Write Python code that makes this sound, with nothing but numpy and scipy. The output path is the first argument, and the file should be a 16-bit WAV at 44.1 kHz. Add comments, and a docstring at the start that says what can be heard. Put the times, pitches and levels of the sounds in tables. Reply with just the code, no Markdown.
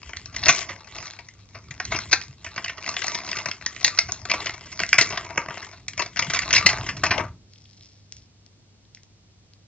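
"""A thin moulded plastic tray on a stone floor, close to a phone: a hand works a small electronic part out of it.
Its walls buckle and snap as flurries of cracks ringing damped resonances, and wires scrape through its slots as
rubbing noise in the same resonances. It bumps the floor as low noise and soft thumps, and is dropped; then only
the wires tick, as short decaying tones, in a quiet room with a mains hum. The loudest snaps overload the phone."""
import sys
import numpy as np
from scipy import signal
from scipy.fft import rfft, irfft
from scipy.io import wavfile
from scipy.ndimage import uniform_filter1d

SR = 44100
rng = np.random.default_rng(int(sys.argv[2]) if len(sys.argv) > 2 else 0)


def master(y):
    """Save y as 16-bit WAV."""
    cut = np.clip(np.atleast_2d(y).T, -1, 1)
    pcm = np.round(cut * 32767)  # scale
    wavfile.write(sys.argv[1], SR, pcm.astype(np.int16))


def amplitude_ratio(level_db):
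    """Convert a level in decibels to the matching linear amplitude (field) ratio."""
    exponent = np.asarray(level_db, float) / 20
    return 10 ** exponent


N = 426432

# the hand working the tray: (time [s], scrape level in the walls [dB], brightness [dB]);
# the ribs gain the brightness and the hollow loses it
HAND_WORK = [(0, -59.5, 2), (.3, -57, 1), (.55, -36.5, 5.5), (0.701, -53, 0), (0.869, -59, -1),
             (1.04, -45, 4), (1.22, -65, 2.5), (1.45, -70.5, 5), (1.7, -64.5, 1.5), (1.95, -49, 2.5),
             (2.2, -54.5, 6.5), (2.358, -67.5, 3.5), (2.6, -52, 0), (2.75, -55.5, 0.5), (2.95, -43, 3.5),
             (3.401, -46, .5), (3.57, -59.5, 1.5), (3.9, -46, 3.5), (4.201, -57.5, 2.5), (4.38, -42.5, -1),
             (4.6, -55, -0.5), (4.852, -50.5, 6.5), (5.08, -43.5, 3), (5.3, -50.5, -4.5), (5.6, -49, -0.5),
             (5.818, -68.5, 2), (6.099, -59.5, 4.5), (6.25, -44, 2), (6.75, -39.5, -3), (7.0, -55, 1.5),
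             (7.2, -42.5, -10), (7.379, -85.5, -0.5)]
# tray resonances, broad because the thin plastic is heavily damped: (centre [Hz], width [Hz], level [dB])
HOLLOW_MODES = [(236, 260, -6.5), (409, 110, -5.5), (651, 73, -2.5), (985, 42, -0.5), (1240, 190, -1)]
WALL_MODES = [(1695, 590, -5), (2057, 218, 2.5), (2440, 320, 1.5), (2910, 910, -2.5)]
RIB_MODES = [(3780, 690, -7), (4440, 1000, -2), (5430, 910, -1.5), (6380, 500, -5.5), (6360, 1000, -12.5)]
FAMILIES = (HOLLOW_MODES, WALL_MODES, RIB_MODES)
OPPOSITE = np.array([[1], [-1]])  # left plus, right minus


def rms1(x):
    """Scale to unit rms."""
    return x / np.sqrt(np.mean(x ** 2))


def on_hz(table, count):
    """A (Hz, value) table read on the bins of a transform of count samples."""
    hz, value = np.transpose(table)
    bins_hz = np.arange(count // 2 + 1) * SR / count
    return np.interp(np.log(bins_hz + 1), np.log(hz), value)


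def coloured(table):
    """Noise with the given spectrum, unit rms."""
    spectrum = rfft(rng.standard_normal(N)) * amplitude_ratio(on_hz(table, N))
    return rms1(irfft(spectrum, N))


def walk(rate):
    """Random levels held 1 / rate s and slewed twice, unit rms."""
    hold = int(SR / rate)
    steps = np.repeat(rng.standard_normal(N // hold + 1), hold)
    return rms1(uniform_filter1d(uniform_filter1d(steps, hold), hold)[:N])


def work_db(s):
    """Scrape level in hollow, walls and ribs at the times s; silent once the tray is dropped."""
    at, db, bright_db = np.transpose(HAND_WORK)
    wall_db = np.interp(s, at, db, right=-120)
    bright_db = np.interp(s, at, bright_db)
    return np.array([wall_db + 0.5 - bright_db, wall_db, wall_db + 2 + bright_db])


def rings(modes, count, scatter_db, bend):
    """Responses of a resonance family; grip and place of each blow shift pitch and weight."""
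    hz, width, db = np.transpose(modes)[:, :, None]
    t = np.arange(1024) / SR
    chance = rng.standard_normal((count, 2, len(modes), 1))
    together = rng.standard_normal((count, 1, 1))  # the grip also bends the whole family at once
    bent_hz = hz * (1 + bend * (chance[:, 1] + together))
    shapes = np.exp(-np.pi * width * t) * np.cos(2 * np.pi * bent_hz * t)
    sign = (-1.) ** np.arange(len(modes))[:, None]  # neighbours in opposite sign leave no holes between them
    weight = np.sqrt(width) * amplitude_ratio(db + scatter_db * chance[:, 0]) * sign
    return np.sum(weight * shapes, axis=1)


def snaps():
    """Walls buckle: each snap is a flurry of tiny cracks that swells, dies and rings the three families."""
    # snaps and knocks: (time of the peak [s], energy in the walls [dB over 10 ms],
    # hollow [dB above the walls], ribs [dB above the walls], length [ms])
    snap_list = [(0.0314, -44.5, -4, -1, 6), (0.095, -42, -2, -3, 12), (0.1332, -33.5, -11, -17, 3.1),
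                 (0.1695, -36.5, -22, 4, 4.1), (0.2584, -48.5, -4, 13, 3.6),
                 (0.3459, -41, -3.5, -3.5, 17.1), (0.364, -29, -20.5, 1.5, 5.7),
                 (0.4291, -35, -4, -3.5, 3.6), (0.4365, -29, -15.5, 3.5, 8), (0.4583, -28.5, -15, 8, 3),
                 (0.4655, -22, -2.5, -1.5, 11.8), (0.484, -15, -8, 2, 6.4), (0.4932, -8.5, -8, 0, 16.5),
                 (0.6156, -36.5, -7, 1.5, 8.0), (0.6268, -38.5, -5, 3, 10.8),
                 (0.6977, -30.5, -3.5, -5.5, 31), (0.8456, -50, -10, -1, 6.4),
                 (0.9559, -43.5, -1.5, -2.5, 5.8), (0.9853, -37.5, -5, 0, 5.0),
                 (1.0579, -44.5, -6, 7, 14.2), (1.0792, -42.5, -17, 1, 5.8), (1.1353, -46, -4.5, 1, 5.1),
                 (1.192, -39.5, -5.5, -4.5, 14), (1.2872, -43.5, -20, -0.5, 3.6),
                 (1.5543, -41, 1, -2.5, 30), (1.7108, -36, -18.5, -2, 12), (1.8014, -25.5, -6, -5.5, 7.3),
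                 (1.852, -40.5, -15, 10.5, 4.2), (1.9239, -23, -2.5, -5, 23),
                 (1.9496, -27.5, -3.5, -5.5, 15.8), (1.9639, -30.5, -4, 3.5, 16.9),
                 (1.9884, -31.5, -5.5, 1.5, 3.9), (2.1138, -36.5, -7.5, 4.5, 4.4),
                 (2.1202, -31.5, -8, 7.5, 8.2), (2.131, -13.5, -10.5, 1.5, 12),
                 (2.2141, -37, -17.5, -0.5, 5.2), (2.4468, -36, -6, 0, 8.3), (2.466, -32.5, -12.5, -9, 14),
                 (2.5626, -37.5, -4.5, 1.5, 6.1), (2.5798, -28, -4, -7.5, 9.9),
                 (2.6453, -29, -11, -0.5, 8.6), (2.6613, -32.5, -13, -10, 5.8), (2.6819, -29.5, -22, -6, 9),
                 (2.697, -28.5, -14, -9.5, 9.3), (2.782, -39, 0, -4, 12), (2.8265, -40, -16, -4, 5.1),
                 (2.8424, -36.5, -20, -8.5, 5), (2.8633, -31.5, -13, -4, 5.5),
                 (2.8786, -30.5, -5.5, -2.5, 7.9), (2.8903, -32, -0.5, 7, 7.2),
                 (2.9671, -23.5, -16, -7, 6.1), (2.9919, -38, -14, 3, 4.7), (3.02, -28.5, -20, -4.5, 7),
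                 (3.0417, -28.5, -4, 1, 3.9), (3.0684, -41.5, -3, 13, 3), (3.0815, -30, -17, 5.5, 2.9),
                 (3.1478, -38, -5.5, 10, 4.8), (3.1522, -32.5, -8.5, 6, 5.6),
                 (3.2029, -37.5, -6.5, -3.5, 6.7), (3.2186, -41.5, -2.5, -2.5, 20.5),
                 (3.2651, -54, 3.5, 17.5, 4.9), (3.2907, -35.5, -2, 3, 7.8), (3.3156, -35, -9.5, 8.5, 6.3),
                 (3.3301, -28.5, -17.5, -7, 3), (3.3584, -36, -8, 2.5, 19), (3.3699, -30.5, -6.5, 1.5, 6.2),
                 (3.387, -34, -16, 1.5, 8.0), (3.4012, -35.5, -5, -4, 6.3), (3.4589, -28, -3.5, 0, 5.3),
                 (3.488, -35.5, 0.5, 2.5, 10.4), (3.514, -29.5, -17, 0.5, 5.4),
                 (3.6125, -42.5, -6, -7, 3.9), (3.6239, -43.5, -8, -4, 3), (3.6628, -26, -14, 4, 3.9),
                 (3.7639, -36.5, -12.5, -4, 4.4), (3.8464, -17.5, -16.5, 6, 8.7),
                 (3.8668, -32, -6.5, 9.5, 15.9), (3.8795, -24.5, -13, 1.5, 6.5),
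                 (3.9768, -35, -11.5, 2, 7.2), (3.9884, -17, -17, 5, 5.3), (4.0904, -38, 3.5, 1, 16.6),
                 (4.1206, -45, -3, 23, 2.5), (4.2535, -36, 0, 2.5, 5.2), (4.3015, -22.5, -10.5, -4.5, 17),
                 (4.315, -18, -10.5, -1.5, 7.2), (4.3405, -24.5, -0.5, -4, 16),
                 (4.4207, -37.5, -8, -6.5, 8.6), (4.4594, -31, -4.5, 2, 6.5), (4.4688, -24.5, -13, -7, 7.3),
                 (4.4947, -29, -12, -7, 2.7), (4.5416, -43.5, -1.5, 4, 9.5), (4.7274, -41, -5, 4, 8.8),
                 (4.7927, -29, -12, 1, 3.6), (4.8021, -25, -6, -1, 6.7), (4.8154, -30.5, -7.5, -5, 17),
                 (4.8347, -21.5, -15.5, -9, 3.1), (4.8904, -41, -24, 11, 2.4),
                 (4.93, -10.5, -29.5, -9, 3.7), (4.942, -25, -6, -2, 4.6), (4.9865, -9.5, -14, -3.5, 17),
                 (5.0127, -18, -11, 2.5, 7.1), (5.0234, -25, -6, 4, 12.6), (5.1089, -33, -1.5, 0, 19.8),
                 (5.133, -34.5, 5.5, -2.5, 37), (5.1757, -26.5, -4.5, -2, 7.9),
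                 (5.3052, -38.5, 3.5, -11, 25), (5.3775, -20, -1.5, -6.5, 10), (5.4857, -35, 3, -10.5, 5.5),
                 (5.5083, -39, 6, -8.5, 10), (5.5735, -38.5, 2, -8, 5.8), (5.6282, -36, -14, -7.5, 14),
                 (5.7324, -49.5, 5, 3.5, 23), (5.883, -32, -25, 4.5, 6.9), (5.9342, -41.5, -18, -4, 3.1),
                 (5.979, -30.5, -11.5, 0, 9.6), (5.9976, -23.5, -1, -1.5, 16), (6.0219, -29.5, -2.5, 1, 16),
                 (6.062, -40, -0.5, 4, 5.1), (6.1612, -33, -13, -5, 5.7), (6.1715, -28, -11.5, -1.5, 12.0),
                 (6.1937, -21.5, -6, 3, 10.4), (6.2252, -22.5, -12, -6, 11), (6.302, -25.5, -8, -3.5, 13),
                 (6.3369, -25, -9, 2.5, 9.4), (6.3479, -23, -5.5, 1, 13.0), (6.3616, -28, -4, -2, 11.1),
                 (6.37, -25.5, -12, -4.5, 14.0), (6.3908, -22.5, -19, 0.5, 5.3),
                 (6.4207, -32.5, -11, 2, 8.0), (6.432, -29, -11.5, -8.5, 6.5),
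                 (6.5082, -23, -15.5, -3.5, 10.8), (6.5297, -19.5, -19, 4, 5.8),
                 (6.5383, -17, -15.5, -1.5, 9.9), (6.5517, -22, -16.5, 6.5, 12.9),
                 (6.5641, -14, -20.5, 1.5, 15.4), (6.5821, -18, -16.5, -1, 13), (6.6647, -10, -15, 0.5, 13),
                 (6.691, -21, -11, -2, 9.4), (6.7005, -23, -6, -1, 20), (6.8683, -33.5, -3.5, -0.5, 20),
                 (6.8917, -23.5, -9.5, -5.5, 15), (6.9693, -39, -3, 1.5, 10.5),
                 (7.0389, -18, -2.5, -3, 12.7), (7.057, -30.5, -1.5, -1, 6.1),
                 (7.0654, -24.5, -2, -1.5, 10.9), (7.1136, -16.5, -4.5, -6, 21), (7.1439, -29.5, 1, -6, 18),
                 (7.1813, -26.5, 0, -8.5, 8.6), (7.1964, -30, 3.5, -10.5, 24.6)]
    s, wall_db, hollow_db, ribs_db, length = np.transpose(snap_list)
    family_db = np.array([wall_db + hollow_db, wall_db, wall_db + ribs_db])

    # lesser snaps come at random while the hand works, about as loud as the scrape
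    small_per_s, small_mean_ms = 60, 2.6
    small_db, level_scatter_db, colour_scatter_db = 0.5, 4.5, 4  # above the scrape; scatters are limits either way
    when, size = rng.random((600, 2)), rng.uniform(-1, 1, (600, 4))
    at = np.cumsum(-np.log(1 - when[:, 0]) / small_per_s)
    on = at < HAND_WORK[-1][0]
    lesser_db = work_db(at) + small_db + level_scatter_db * size[:, 0] + colour_scatter_db * size[:, 1:].T
    lesser_length = -small_mean_ms * np.log(1 - when[on, 1])
    s = np.r_[s, at[on]]
    length = np.r_[length, lesser_length][:, None]
    family_db = np.c_[family_db, lesser_db[:, on]][:, :, None]

    # shares of the length taken by rise and fall, each to -10 dB; the start is abrupt
    rise, fall = np.maximum(0.31 * length, .1), np.maximum(0.59 * length, .15)
    ms = (np.arange(3072) - 1024) * 1000 / SR
    swell = np.where(ms < 0, (ms / rise) ** 4, ms / fall)
    chance = rng.standard_normal((len(s), 2, 3072))
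    flurry = chance[:, 0] * amplitude_ratio(3.0 * chance[:, 1] - 10 * swell)
    cracks = rfft(flurry + 3.2 * (ms == 0), 4096)  # one main crack at the peak
    sound = 0
    for modes, db in zip(FAMILIES, family_db):
        response = rfft(rings(modes, len(s), scatter_db=1.0, bend=0.059), 4096)
        ring = irfft(cracks * response, 4096)
        energy = np.sum(ring ** 2, axis=1, keepdims=True)
        sound = sound + amplitude_ratio(db) * ring / np.sqrt(energy / (SR / 100))
    out = np.zeros(N + 8192)
    for start, blow in zip((s * SR).astype(int), sound):
        out[start:start + 4096] += blow
    return out[1024:N + 1024]


def scrape():
    """Wires and fingers drag over the plastic in fits: a fine rub and small cracks ring the same families."""
    fits = amplitude_ratio(1.3 * walk(90) + 1.5 * walk(25))
    rub = rng.standard_normal(N)
    struck = rng.random(N) < 1100 / SR  # 1100 small cracks per second
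    cracks = struck * rng.standard_normal(N) * amplitude_ratio(4.0 * rng.standard_normal(N))
    # the grip shifts every 50 ms or so among five, and the colour with it
    held = np.repeat(rng.integers(0, 5, N // 2048 + 1), 2048)[:N]
    grip = held == np.arange(5)[:, None]
    drag = grip * fits * (0.75 * rub + rms1(cracks))
    out = 0
    for modes, db in zip(FAMILIES, work_db(np.arange(N) / SR)):
        responses = rings(modes, count=5, scatter_db=5.0, bend=0.08)
        ring = signal.oaconvolve(drag, responses, axes=1).sum(axis=0)[:N]
        out = out + rms1(ring) * amplitude_ratio(db)
    return out


def tick(hz):
    """A loose wire's tick: a sine of a cycle or two, its bandwidth a fifth of its pitch."""
    t = np.arange(256) / SR
    return np.exp(-np.pi * 0.2 * hz * t) * np.sin(2 * np.pi * hz * t)


def wires():
    """Loose wires tick against each other, thin and bright, over short faint rustles of tinier ticks."""
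    # single ticks, before the bass is cut: (time [s], peak level [dB], centre [Hz])
    tick_list = [(7.5353, -31, 5140), (7.559, -38.5, 3360), (7.656, -37, 3380), (7.731, -38.5, 4610),
                 (7.7464, -44, 6480), (7.78, -42, 4320), (7.8095, -34.5, 3880), (7.8585, -47, 5860),
                 (7.926, -47, 4370), (7.9657, -47, 5300), (8.1231, -17, 5720), (8.1477, -48.5, 5560),
                 (8.1672, -25.5, 6000), (8.463, -33.5, 5150), (8.852, -45, 3900), (8.9484, -23, 5550),
                 (8.9722, -34, 1990), (9.0332, -32, 5940), (9.5351, -35, 4760)]
    # rustles while the hand gathers the wires: (middle [s], half length to -10 dB [s], level [dB])
    rustle_list = [(7.585, .08, -60), (7.831, 0.17, -57), (8.189, 0.078, -60.5), (8.976, 0.039, -62.5)]
    struck = rng.random(N) < 800 / SR  # 800 tiny ticks per second
    tiny = struck * rng.standard_normal(N) * amplitude_ratio(3.1 * rng.standard_normal(N))
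    t = np.arange(N) / SR
    swell = sum(amplitude_ratio(db - 10 * ((t - s) / half) ** 2) for s, half, db in rustle_list)
    rustle = rms1(np.convolve(tiny, tick(5230))[:N])
    out = rustle * swell * amplitude_ratio(2.5 * walk(25))
    for s, peak_db, hz in tick_list:
        start = int(s * SR)
        out[start:start + 256] += amplitude_ratio(peak_db) * tick(hz) / tick(hz).max()
    return signal.sosfilt(signal.butter(4, 1920, "high", fs=SR, output="sos"), out)


def bumps():
    """Dull handling rumble through floor and phone, and soft thumps of two or three cycles, alike at both ports."""
    # rumble through floor and phone: (time [s], level [dB])
    rumble_level = [(0, -54), (0.5, -44.5), (0.801, -54), (1.399, -56.5), (1.9, -43), (2.3, -51),
                    (3.6, -55.5), (4.1, -48), (5.2, -49), (5.8, -55.5), (6.3, -41.5), (7.2, -37.5),
                    (7.451, -58), (9.67, -63.5)]
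    # rumble spectrum: (frequency [Hz], relative density [dB per Hz])
    rumble_colour = [(25, -24), (55, -3.5), (100, 0.5), (140, -6.5), (250, -14.5), (400, -20), (700, -44.5)]
    # soft thumps of fingers, tray and floor: (time of the peak [s], level, 1.5 dB over the sine's peak [dB],
    # pitch [Hz])
    thump_list = [(0.079, -35, 66), (0.175, -36, 74), (0.503, -28, 143.5), (1.712, -31, 131),
                  (1.946, -31, 114), (2.3, -32.5, 119), (2.475, -35, 93), (3.372, -36, 116),
                  (3.469, -34.5, 141), (4.056, -34, 85), (4.088, -32, 102), (4.238, -33, 96),
                  (4.821, -32, 175), (4.998, -28, 128.7), (5.383, -31, 158), (5.498, -35, 126),
                  (6.285, -26.5, 157), (6.657, -21, 170), (6.743, -29, 117), (6.805, -24, 111),
                  (6.99, -31, 137), (7.039, -31, 126), (7.106, -23, 98), (7.16, -29, 101),
                  (7.204, -30, 100), (7.257, -31, 108), (7.304, -28.5, 95)]
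    s, db = np.transpose(rumble_level)
    level = amplitude_ratio(np.interp(np.arange(N) / SR, s, db) + 2.0 * walk(20))
    side = amplitude_ratio(-24) * coloured(rumble_colour) * OPPOSITE  # the ports differ only slightly
    out = level * (coloured(rumble_colour) + side)
    t = np.arange(-2048, 2048) / SR
    for (at, peak_db, hz), turn in zip(thump_list, rng.random(len(thump_list))):
        swell = np.exp(-(t * hz / np.where(t < 0, .9, 1.5)) ** 2)  # rises faster than it falls
        thump = amplitude_ratio(peak_db - 1.5) * swell * np.sin(2 * np.pi * (hz * t + turn))
        middle = int(at * SR)
        out[:, middle - 2048:middle + 2048] += thump
    return out


def room_tail():
    """Decaying noise for the small room: the treble dies sooner and differs more between the ports."""
    room_db, t60_s, treble_t60_s = -8, 0.22, 0.17  # energy of the shared part against the direct sound
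    t = np.arange(SR // 2) / SR
    noise = rng.standard_normal((2, len(t))) * np.minimum(t / 0.0013, 1)
    low = signal.sosfilt(signal.butter(2, 3000, fs=SR, output="sos"), noise)
    alike, unlike = low * amplitude_ratio(-60 * t / t60_s) + (noise - low) * amplitude_ratio(-60 * t / treble_t60_s)
    unlike = signal.sosfilt(signal.butter(1, 2500, "high", fs=SR, output="sos"), unlike)
    return amplitude_ratio(room_db) / np.sqrt(np.sum(alike ** 2)) * (alike + 0.34 * unlike * OPPOSITE)


def at_ports(x):
    """Close sound and its room tail reach two ports on the phone body, each with its own lead and shade."""
    # lead of the left port: (frequency [Hz], phase [radians])
    port_phase = [(600, .1), (2500, .2), (3600, .8), (4700, 1.9), (5700, 2.1), (8000, 2.2)]
    # shade of the body: (frequency [Hz], left minus right [dB])
    port_db = [(150, 0), (520, 2), (1200, 4), (2600, 2), (6000, 3)]
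    turn = amplitude_ratio(on_hz(port_db, N) / 2) * np.exp(.5j * on_hz(port_phase, N))
    direct = x * amplitude_ratio(1.4 * walk(30) * OPPOSITE)  # the tray moves between the ports
    wet = direct + signal.fftconvolve(x[None], room_tail())[:, :N]
    return irfft(rfft(wet) * np.array([turn, 1 / turn]), N)


def quiet_room():
    """Steady room air as coloured noise, most alike left and right in the bass, and a wavering mains hum."""
    # spectrum of the air: (frequency [Hz], relative density [dB per Hz])
    air_colour = [(30, -28), (50, -17), (100, -16), (140, -15.5), (350, -26.5), (700, -31.5), (1400, -38),
                  (4500, -36), (8000, -43)]
    # spread of the air: (frequency [Hz], side minus mid [dB])
    air_side = [(60, -12), (200, -6), (900, -3), (2650, -1), (7800, 9)]
    noise = rfft(rng.standard_normal((2, N))) * amplitude_ratio(on_hz(air_colour, N))
    mid, side = irfft(noise * amplitude_ratio([np.zeros(N // 2 + 1), on_hz(air_side, N)]), N)
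    air = amplitude_ratio(-60.5) / np.std(mid) * (mid + side * OPPOSITE)
    hum_phase = 2 * np.pi * 100 * np.arange(N) / SR + 0.24 * walk(5.4)  # 100 Hz
    hum = amplitude_ratio(-58 + 1.7 * walk(7.7)) * np.sqrt(2) * np.sin(hum_phase)
    return air + hum


def scene():
    """Tray and wire sounds through ports and room, over bumps and the quiet room."""
    return at_ports(snaps() + scrape() + wires()) + bumps() + quiet_room()


def low_pass(x):
    """Removes everything above the highest recorded frequency."""
    return signal.sosfilt(signal.butter(12, 8410, fs=SR, output="sos"), x)


def record(dry):
    """The phone drops the deepest bass, rolls off and cuts the treble, then clips the loudest snaps flat."""
    soft = signal.sosfilt(signal.butter(2, 38, "high", fs=SR, output="sos"), dry)
    soft = signal.sosfilt(signal.butter(6, 7100, fs=SR, output="sos"), soft)
    cut = signal.sosfilt(signal.ellip(8, .2, 80, 8220, fs=SR, output="sos"), soft)
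    return low_pass(np.clip(cut, -1, 1))


dry = scene()
out = record(dry)
master(out)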